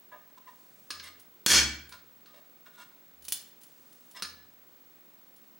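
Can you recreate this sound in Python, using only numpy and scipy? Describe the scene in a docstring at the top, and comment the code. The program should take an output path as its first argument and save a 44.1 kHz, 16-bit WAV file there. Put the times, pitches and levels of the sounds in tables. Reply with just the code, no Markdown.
"""On a workbench in a small workshop, a screwdriver pries the cut lid off a steel compressor housing.
First the lid creaks, a faint sliding hiss passes, perhaps the blade along the seam, and the lid knocks.
Burrs snap, then the blade slips and grinds along the rim: noise and ringing shell modes; the housing booms.
More creaks and snaps follow, a glove slides off the lid, and the blade leaves past a pipe stub that pings.
Two close microphones hear bench and room echoes throughout, over rumble, hiss and a faint electronic whine."""
import sys
import numpy as np
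from scipy import signal
from scipy.fft import rfft, irfft
from scipy.io import wavfile
from scipy.ndimage import uniform_filter1d

SR = 44100
rng = np.random.default_rng(int(sys.argv[2]) if len(sys.argv) > 2 else 0)


def transcribe(u):
    """Save the signal u as a 16-bit wav file named by the first command-line argument.

    u: samples, shape (n,) or (channels, n), limited to [-1, 1]; the rate is SR.
    q: integer samples, one column per channel.
    """
    v = np.clip(np.atleast_2d(u).T, -1, 1)
    q = np.round(v * 32767).astype(np.int16)
    wavfile.write(sys.argv[1], SR, q)


N = 246519
TIME = np.arange(N) / SR

# the lid knocks on the shell: [t/s, level/dB, treble lift/dB]
LID_KNOCKS = [(0.9048, -31.5, 2), (0.9975, -40, -22), (1.073, -49.5, 0.5), (1.9236, -47, 2.5),
              (2.259, -56, -6), (4.2229, -30.5, 5.5), (4.2479, -43.5, -17)]
# the blade snaps over a burr: [t/s, level/dB]
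BLADE_SNAPS = [(1.0386, -47.5), (1.197, -50), (1.893, -49.5), (3.2224, -51.5), (3.243, -53), (3.251, -43),
               (3.2831, -32), (3.3222, -22.5), (3.6143, -52.5), (3.634, -49), (3.927, -54), (4.1122, -51),
               (5.363, -57)]
# steel rubs on steel and sings: [t/s, length/s, level/dB, treble lift/dB, groan against the rub/dB, squeal f/Hz]
STEEL_CREAKS = [(0.116, 0.037, -53, -46, -1, 1644), (0.119, 0.051, -56, -39, -5, 630),
                (0.374, 0.017, -64, 5, 8.5, 1290), (0.469, 0.032, -56.5, -7, 7.5, 1863),
                (0.923, .06, -57, -1, -25, 1200), (1.026, 0.066, -53, 5, -18, 2046),
                (1.916, 0.046, -55.5, -0.5, -4.5, 1406), (2.261, 0.054, -65, 0.5, -17, 1257),
                (2.333, 0.068, -61, 0, -13, 610), (2.655, 0.033, -57, -2.5, -17.5, 1436),
                (2.727, 0.057, -67, 4.5, -19, 1444), (2.778, 0.065, -55.5, 3.5, -2.5, 1436),
                (4.147, 0.032, -52.5, 2.5, -4, 1915), (4.16, 0.049, -50.5, 1, -14, 5120)]
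# a jolt sets the heavy housing rocking on the bench: [t/s, level/dB, f/Hz]
HOUSING_JOLTS = [(0.888, -64.5, 82.7), (1.479, -39.5, 70.2), (3.132, -67.5, 66.5), (4.189, -65, 80.2)]
# the blade brushes a pipe stub on its way out: [t/s, level/dB, f/Hz, t60/s]
STUB_PING = (4.247, -44.5, 1722, .27)
# soft sliding hisses over the lid, from blade or glove: [t/s, length/s, level/dB]
SOFT_SLIDES = [(0.444, 0.55, -71), (3.575, 0.59, -70)]

# modes of the open shell: [f/Hz, relative level/dB]
SHELL_MODES = [(125, -15), (220, -11), (315, -11), (1453, -12), (1507, -9), (1620, -9), (1770, -8),
               (2291, -6), (2325, -11), (2490, -14), (2826, -13), (3222, -6), (3307, -8), (3350, -8),
               (4333, 3), (4700, -10), (4825, -10), (5219, -.5), (5275, -9), (5633, -6), (6067, -11),
               (6213, -7), (6295, -10), (6660, -11), (7120, -14), (7978, -12), (9543, -12), (10318, -12),
               (10730, -16), (12200, -23), (14368, -21)]
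# how long the shell modes ring: [f/Hz, t60/s]
SHELL_DECAY = [(300, 0.07), (1500, 0.22), (4300, 0.051), (5200, 0.11), (7000, 0.23), (14000, 0.12)]
# modes of the lid seated on its seam: [f/Hz, relative level/dB, t60/s]
LID_MODES = [(1230, -5.5, 0.2), (1600, -0.5, 0.142), (4240, -3, 0.29), (4113, -17, 0.24), (4760, -15, 0.08),
             (5200, 6, 0.16), (4800, -3, 0.097), (6240, -8, 0.13), (6656, -4, 0.15), (9350, -7, 0.13)]
# modes of the screwdriver shaft: [f/Hz, relative level/dB, t60/s]
SHAFT_MODES = [(3014, -2.5, 0.066), (3630, -11.5, 0.04), (4880, -7, 0.075), (9500, -20, 0.071),
               (8970, -33, 0.045), (9770, 9, 0.084)]
# resonances of the lid while the glove damps it: [f/Hz, width/Hz, relative level/dB]
DAMPED_LID_MODES = [(656, 22, -3.5), (1090, 41, 0.5), (1228, 50, 2), (1424, 70, -21.5), (1720, 250, 5),
                    (2180, 82, 0), (2764, 120, 0), (3270, 160, -1.5), (3610, 220, 0.5), (4170, 1100, -16),
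                    (5070, 160, -5.5), (5900, 92, -13.5), (8000, 88, -4.5), (9600, 360, -22)]

# colour of the crowd of short-lived shell modes: [f/Hz, relative level per Hz/dB]
SHELL_SPECTRUM = [(60, -17), (170, -18.5), (370, -11), (800, -11.5), (1600, -2.5), (2000, -3), (2900, -4),
                  (3300, 1), (3800, -6), (4700, -2.5), (6400, -1.5), (8800, -13.5), (9700, -12),
                  (15400, -32)]
# the same for the lid: [f/Hz, relative level per Hz/dB]
LID_SPECTRUM = [(120, -40), (200, -7), (591, -22), (789, -34.5), (1020, -7), (1690, -2.5), (1880, -14.5),
                (2210, -4), (3670, -8), (4160, 2.5), (6650, -12.5), (7550, -20.5), (9720, -10.5),
                (12700, -32), (15000, -21.5)]
# the same for the blade: [f/Hz, relative level per Hz/dB]
BLADE_SPECTRUM = [(180, -66), (300, -43), (360, -29), (468, -46.5), (629, -27), (1010, -43.5),
                  (1210, -18.5), (1610, -25), (3600, -10), (8600, -11), (9650, -8), (10700, -14),
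                  (15300, -9)]
# colour of the crack as the blade lets go: [f/Hz, relative level per Hz/dB]
CRACK_SPECTRUM = [(59, -44.5), (100, -9), (789, -13), (1610, -9), (3600, -9), (4260, -6.5), (4930, -17),
                  (5370, -9), (15400, -12.5)]
# colour of the soft sliding hisses: [f/Hz, relative level per Hz/dB]
SLIDE_SPECTRUM = [(500, -3), (1500, -3.5), (3000, -3.5), (6000, 2.5), (10000, 1.5), (15000, -31)]

# decay of the workshop: [f/Hz, t60/s]
ROOM_DECAY = [(100, 1), (500, 0.42), (1500, 0.57), (4000, 0.44), (8000, 0.37), (15000, 0.23)]
# colour of the still workshop: [f/Hz, relative level per Hz/dB]
AIR_SPECTRUM = [(30, -35), (60, -19), (100, -8), (160, -3), (250, 0), (500, -5), (900, -8.5), (1600, -10.5),
                (2600, -13.5), (4000, -15), (5500, -17.5), (8500, -19.5), (12000, -22), (15000, -23.5)]
# width of the background: [f/Hz, side against middle/dB]
AIR_WIDTH = [(60, -4.5), (110, -0.5), (200, -2), (380, -4.5), (700, -4), (1290, -4), (2380, -5), (4400, -5),
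             (8120, -5), (15000, -7.5)]
# tones of the electronic whine, before a slight lean to one side: [f/Hz, level/dB]
WHINE_TONES = [(15731, -58.5), (15752, -69), (15716, -71)]

# the slip: a crack, then the blade skims lightly, bites into the rim, grinds at full force and runs out
BREAK_S, BREAK_DB = 1.4626, -17
SKIM_S, BITE_S, GRIND_S = 0.019, 0.032, 0.075
SKIM_DB, GRIND_DB, RUN_OUT_DB_PER_S = -30.5, -21, 268
SLIP_TREBLE_DB, DULLING_DB_PER_S = 11.5, 98.5   # the grinding dulls as the blade slows
SNAP_TREBLE_DB, SNAP_RING_DB = -0.5, -13.5   # top of the snap; clear shaft modes against the clank
KNOCK_RING_DB = -5.5   # clear modes of the lid against the clank
GROAN_HZ, SQUEAL_DB = 1002.6, -2   # one groan note for every creak; squeal against the rub
ROCK_SWELL_S = 0.11   # from jolt to the loudest boom
ROCK_UPPER_RATIO, ROCK_UPPER_DB = 1.79, -14   # second mode of the housing on its mounts
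SLIDE_FADE_S = 0.041
ROOM_SIDE_DB, BENCH_SIDE_DB = -5, -14   # side against middle of the stereo picture
AIR_DB = -63.8   # middle of the background
CUTOFF_HZ = 16300


def slip():
    """The blade breaks free and grinds over the cut rim, feeding the modes of the shell."""
    age = np.maximum(TIME - BREAK_S, 0)
    bite_end_s = SKIM_S + BITE_S
    bite_db = np.interp(age, [SKIM_S, bite_end_s], [SKIM_DB, GRIND_DB])
    run_out_s = np.maximum(age - (bite_end_s + GRIND_S), 0)
    force = from_db(bite_db - RUN_OUT_DB_PER_S * run_out_s) * (age > 0)
    catches = grit(per_s=4000, spread_db=0.5, size=N)
    grind = force * coloured(catches, SHELL_SPECTRUM)
    crack = np.zeros(N)
    blow = clank(CRACK_SPECTRUM, crack_t60=0.019, tail_db=-31, tail_t60=0.14)
    add(crack, BREAK_S, from_db(BREAK_DB) * blow)
    drive = force * rms_one(catches) + crack
    modes = np.zeros(N)
    for hz, db in SHELL_MODES:
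        modes += from_db(db) * rms_one(ring(drive, hz, at_hz(SHELL_DECAY, hz)))
    # the clear modes carry a little less energy than the crowd of short-lived ones
    shell = .76 * grind + .65 * np.std(grind) * rms_one(modes)
    return crack + brighten(shell, SLIP_TREBLE_DB - DULLING_DB_PER_S * age)


def lid_knocks():
    """The lid drops back on the seam: a clank with the clear lid modes ringing through."""
    out = np.zeros(N)
    for s, db, treble_db in LID_KNOCKS:
        noise = clank(LID_SPECTRUM, crack_t60=0.056, tail_db=-14.5, tail_t60=0.22)
        ringing = chime(LID_MODES) / np.sqrt(len(LID_MODES))
        blow = noise + from_db(KNOCK_RING_DB) * ringing
        add(out, s, from_db(db) * brighten(blow, treble_db))
    return out


def blade_snaps():
    """The tip jumps in the seam and the shaft pings."""
    out = np.zeros(N)
    for s, db in BLADE_SNAPS:
        noise = clank(BLADE_SPECTRUM, crack_t60=0.058, tail_db=-20.5, tail_t60=0.16)
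        blow = noise + from_db(SNAP_RING_DB) * chime(SHAFT_MODES)
        add(out, s, from_db(db) * brighten(blow, SNAP_TREBLE_DB))
    return out


def creaks(size=8820):
    """Short rubs of the lid under the lever: an unsteady groan and squeal over gritty scraping."""
    out = np.zeros(N)
    for s, length, db, treble_db, groan_db, squeal_hz in STEEL_CREAKS:
        stroke = np.cbrt(np.sin(np.pi * np.minimum(TIME[:size] / length, 1)))
        pressure = stroke * from_db(1.2 * wander(size))   # the steel sticks and gives unevenly
        groan = from_db(groan_db) * wavering_tone(GROAN_HZ, waver_hz=33, size=size)
        squeal = from_db(SQUEAL_DB) * wavering_tone(squeal_hz, waver_hz=67.7, size=size)
        scrape = brighten(rub(pressure), treble_db, corner_hz=2530)
        add(out, s, from_db(db) * (pressure * (groan + squeal) + scrape))
    return out


def rub(pressure):
    """Uneven slips rattle the damped resonances of the lid."""
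    slips = pressure * grit(per_s=2800, spread_db=2.5, size=len(pressure))
    body = np.zeros(len(pressure))
    for hz, width_hz, db in DAMPED_LID_MODES:
        t60 = np.log(1000) / (np.pi * width_hz)   # a wide resonance dies fast
        body += from_db(db) * rms_one(ring(slips, hz, t60))
    return rms_one(body) * np.sqrt(np.mean(pressure ** 2))


def rocking():
    """The sprung mass hands its swing to the bench, so the boom swells before it dies."""
    out, age = np.zeros(N), TIME[:SR] / ROCK_SWELL_S
    swell = (age * np.exp(1 - age)) ** 2
    for s, db, hz in HOUSING_JOLTS:
        lower = wavering_tone(hz, waver_hz=3.6, size=SR)
        upper = wavering_tone(ROCK_UPPER_RATIO * hz, waver_hz=4.4, size=SR)
        add(out, s, from_db(db) * swell * (lower + from_db(ROCK_UPPER_DB) * upper))
    return out


def pipe_ping():
    """A thin tube rings with one clear note."""
    s, db, hz, t60 = STUB_PING
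    out = np.zeros(N)
    note = np.sin(2 * np.pi * hz * TIME[:SR]) * fade(t60, size=SR)
    add(out, s, from_db(db) * note)
    return out


def soft_slides():
    """Many tiny catches blur into a soft sliding hiss; each stroke fades in, holds and fades out."""
    strokes = np.zeros(N)
    for s, length, db in SOFT_SLIDES:
        to_nearest_end_s = np.minimum(TIME - s, s + length - TIME)
        strokes += from_db(db) * np.clip(to_nearest_end_s / SLIDE_FADE_S, 0, 1)
    return strokes * coloured(grit(per_s=6100, spread_db=-3.0, size=N), SLIDE_SPECTRUM)


def bench_bounce(x, side_db, size=220):
    """First reflections from the bench reach the two sides a little differently."""
    scatter = rms_one(rng.standard_normal(size) * fade(.008, size=size)) / np.sqrt(size)
    return close_pair(x, signal.fftconvolve(x, scatter)[:N], side_db)


def workshop(x, wet_db, side_db, build_s, size=35280):
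    """Diffuse echoes build up within milliseconds and die sooner high in the treble."""
    edges = np.geomspace(50, 16000, num=10)
    tail = np.zeros((2, size))
    for low, high in zip(edges, edges[1:]):
        band_pass = signal.butter(2, [low, high], "band", fs=SR, output="sos")
        band = signal.sosfilt(band_pass, rng.standard_normal((2, size)))
        tail += band * fade(at_hz(ROOM_DECAY, np.sqrt(low * high)), size=size)
    build_up = 1 - np.exp(-TIME[:size] / build_s)
    mid, side = rms_one(tail * build_up) / np.sqrt(size)
    echoes = signal.fftconvolve(x[None], close_pair(mid, side, side_db), axes=1)
    return from_db(wet_db) * echoes[:, :N]


def close_pair(mid, side, side_db):
    """Two microphones close together hear long waves alike and differ only higher up."""
    apart = signal.sosfilt(signal.butter(1, 700, "high", fs=SR, output="sos"), side)
    return mid + from_db(side_db) * apart * np.array([[1], [-1]])


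def background():
    """Wide room rumble, hiss and a thin beating electronic whine."""
    mid, side = (coloured(white, AIR_SPECTRUM) for white in rng.standard_normal((2, N)))
    hz = np.arange(N // 2 + 1) * SR / N
    apart = irfft(rfft(side) * from_db(at_hz(AIR_WIDTH, hz)), N)
    air = from_db(AIR_DB) * (mid + apart * np.array([[1], [-1]]))
    whine = sum(from_db(db) * wavering_tone(tone_hz, waver_hz=2.5, size=N) for tone_hz, db in WHINE_TONES)
    return air + whine * from_db([[-.3], [.3]])


def clank(colour, crack_t60, tail_db, tail_t60, size=22050):
    """A blow wakes countless close modes: a hard crack, then a weaker wash."""
    envelope = fade(crack_t60) + from_db(tail_db) * fade(tail_t60)
    return coloured(rng.standard_normal(size), colour) * envelope


def chime(modes, size=22050):
    """The clear modes ring on, each struck a little differently every time."""
    strengths = from_db(rng.normal(0, 0.69, len(modes))) * rng.choice([-1, 1], len(modes))
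    out = np.zeros(size)
    for strength, (hz, db, t60) in zip(strengths, modes):
        out += strength * from_db(db) * np.sin(2 * np.pi * hz * TIME[:size]) * fade(t60, size)
    return out


def ring(force, hz, t60):
    """One mode driven by a force; it radiates no deep bass."""
    radius = np.exp(-np.log(1000) / (t60 * SR))
    angle = 2 * np.pi * hz / SR
    return signal.lfilter([1, 0, -1], [1, -2 * radius * np.cos(angle), radius ** 2], force + 1e-18)


def grit(per_s, spread_db, size):
    """Tiny catches on a rough surface, random in time and strength."""
    strengths = from_db(spread_db * np.minimum(rng.exponential(1, size), 4))
    signs = rng.choice([-1, 1], size)
    return strengths * signs * (rng.random(size) < per_s / SR)


def wavering_tone(hz, waver_hz, size):
    """A tone that wavers in pitch; rms 1."""
    return np.sqrt(2) * np.sin(2 * np.pi * np.cumsum(hz + waver_hz * wander(size)) / SR)


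def wander(size):
    """Chance that changes every few milliseconds; spread about 1."""
    return rms_one(uniform_filter1d(rng.standard_normal(size + SR), size=220))[:size]


def fade(t60, size=22050):
    """Free decay by 60 dB in t60 seconds."""
    return from_db(-60 * TIME[:size] / t60)


def coloured(x, colour):
    """Give a signal a spectrum; rms 1."""
    hz = np.arange(len(x) // 2 + 1) * SR / len(x)
    return rms_one(irfft(rfft(x) * from_db(at_hz(colour, hz)), len(x)))


def brighten(x, treble_db, corner_hz=8000):
    """A harder contact lifts the top; negative decibels dull it."""
    top = signal.sosfiltfilt(signal.butter(2, corner_hz, "high", fs=SR, output="sos"), x)
    return x + (from_db(treble_db) - 1) * top


def from_db(db):
    """Decibels to gain."""
    return 10 ** (np.asarray(db) / 20)


def rms_one(x):
    """Scale to unit rms."""
    return x / np.sqrt(np.mean(x ** 2) + 1e-20)


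def at_hz(points, hz):
    """Read a table on a log-frequency axis."""
    known_hz, values = np.transpose(points)
    return np.interp(np.log(np.maximum(hz, 1)), np.log(known_hz), values)


def add(track, s, sound):
    """Mix a sound into a track from time s."""
    start = round(s * SR)
    track[start:start + len(sound)] += sound[:N - start]


def scene():
    """All the handling sounds share one spot on the bench; the boom and background get no added echo."""
    handling = slip() + lid_knocks() + blade_snaps() + creaks() + pipe_ping() + soft_slides()
    room = workshop(handling, wet_db=-8.5, side_db=ROOM_SIDE_DB, build_s=0.0037)
    return bench_bounce(handling, BENCH_SIDE_DB) + room + rocking() + background()


def record(dry):
    """The deepest bass and the top are cut."""
    thin = signal.sosfilt(signal.butter(2, 38, "high", fs=SR, output="sos"), dry)
    return signal.sosfilt(signal.ellip(10, .1, 80, CUTOFF_HZ, fs=SR, output="sos"), thin)


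dry = scene()
out = record(dry)
transcribe(out)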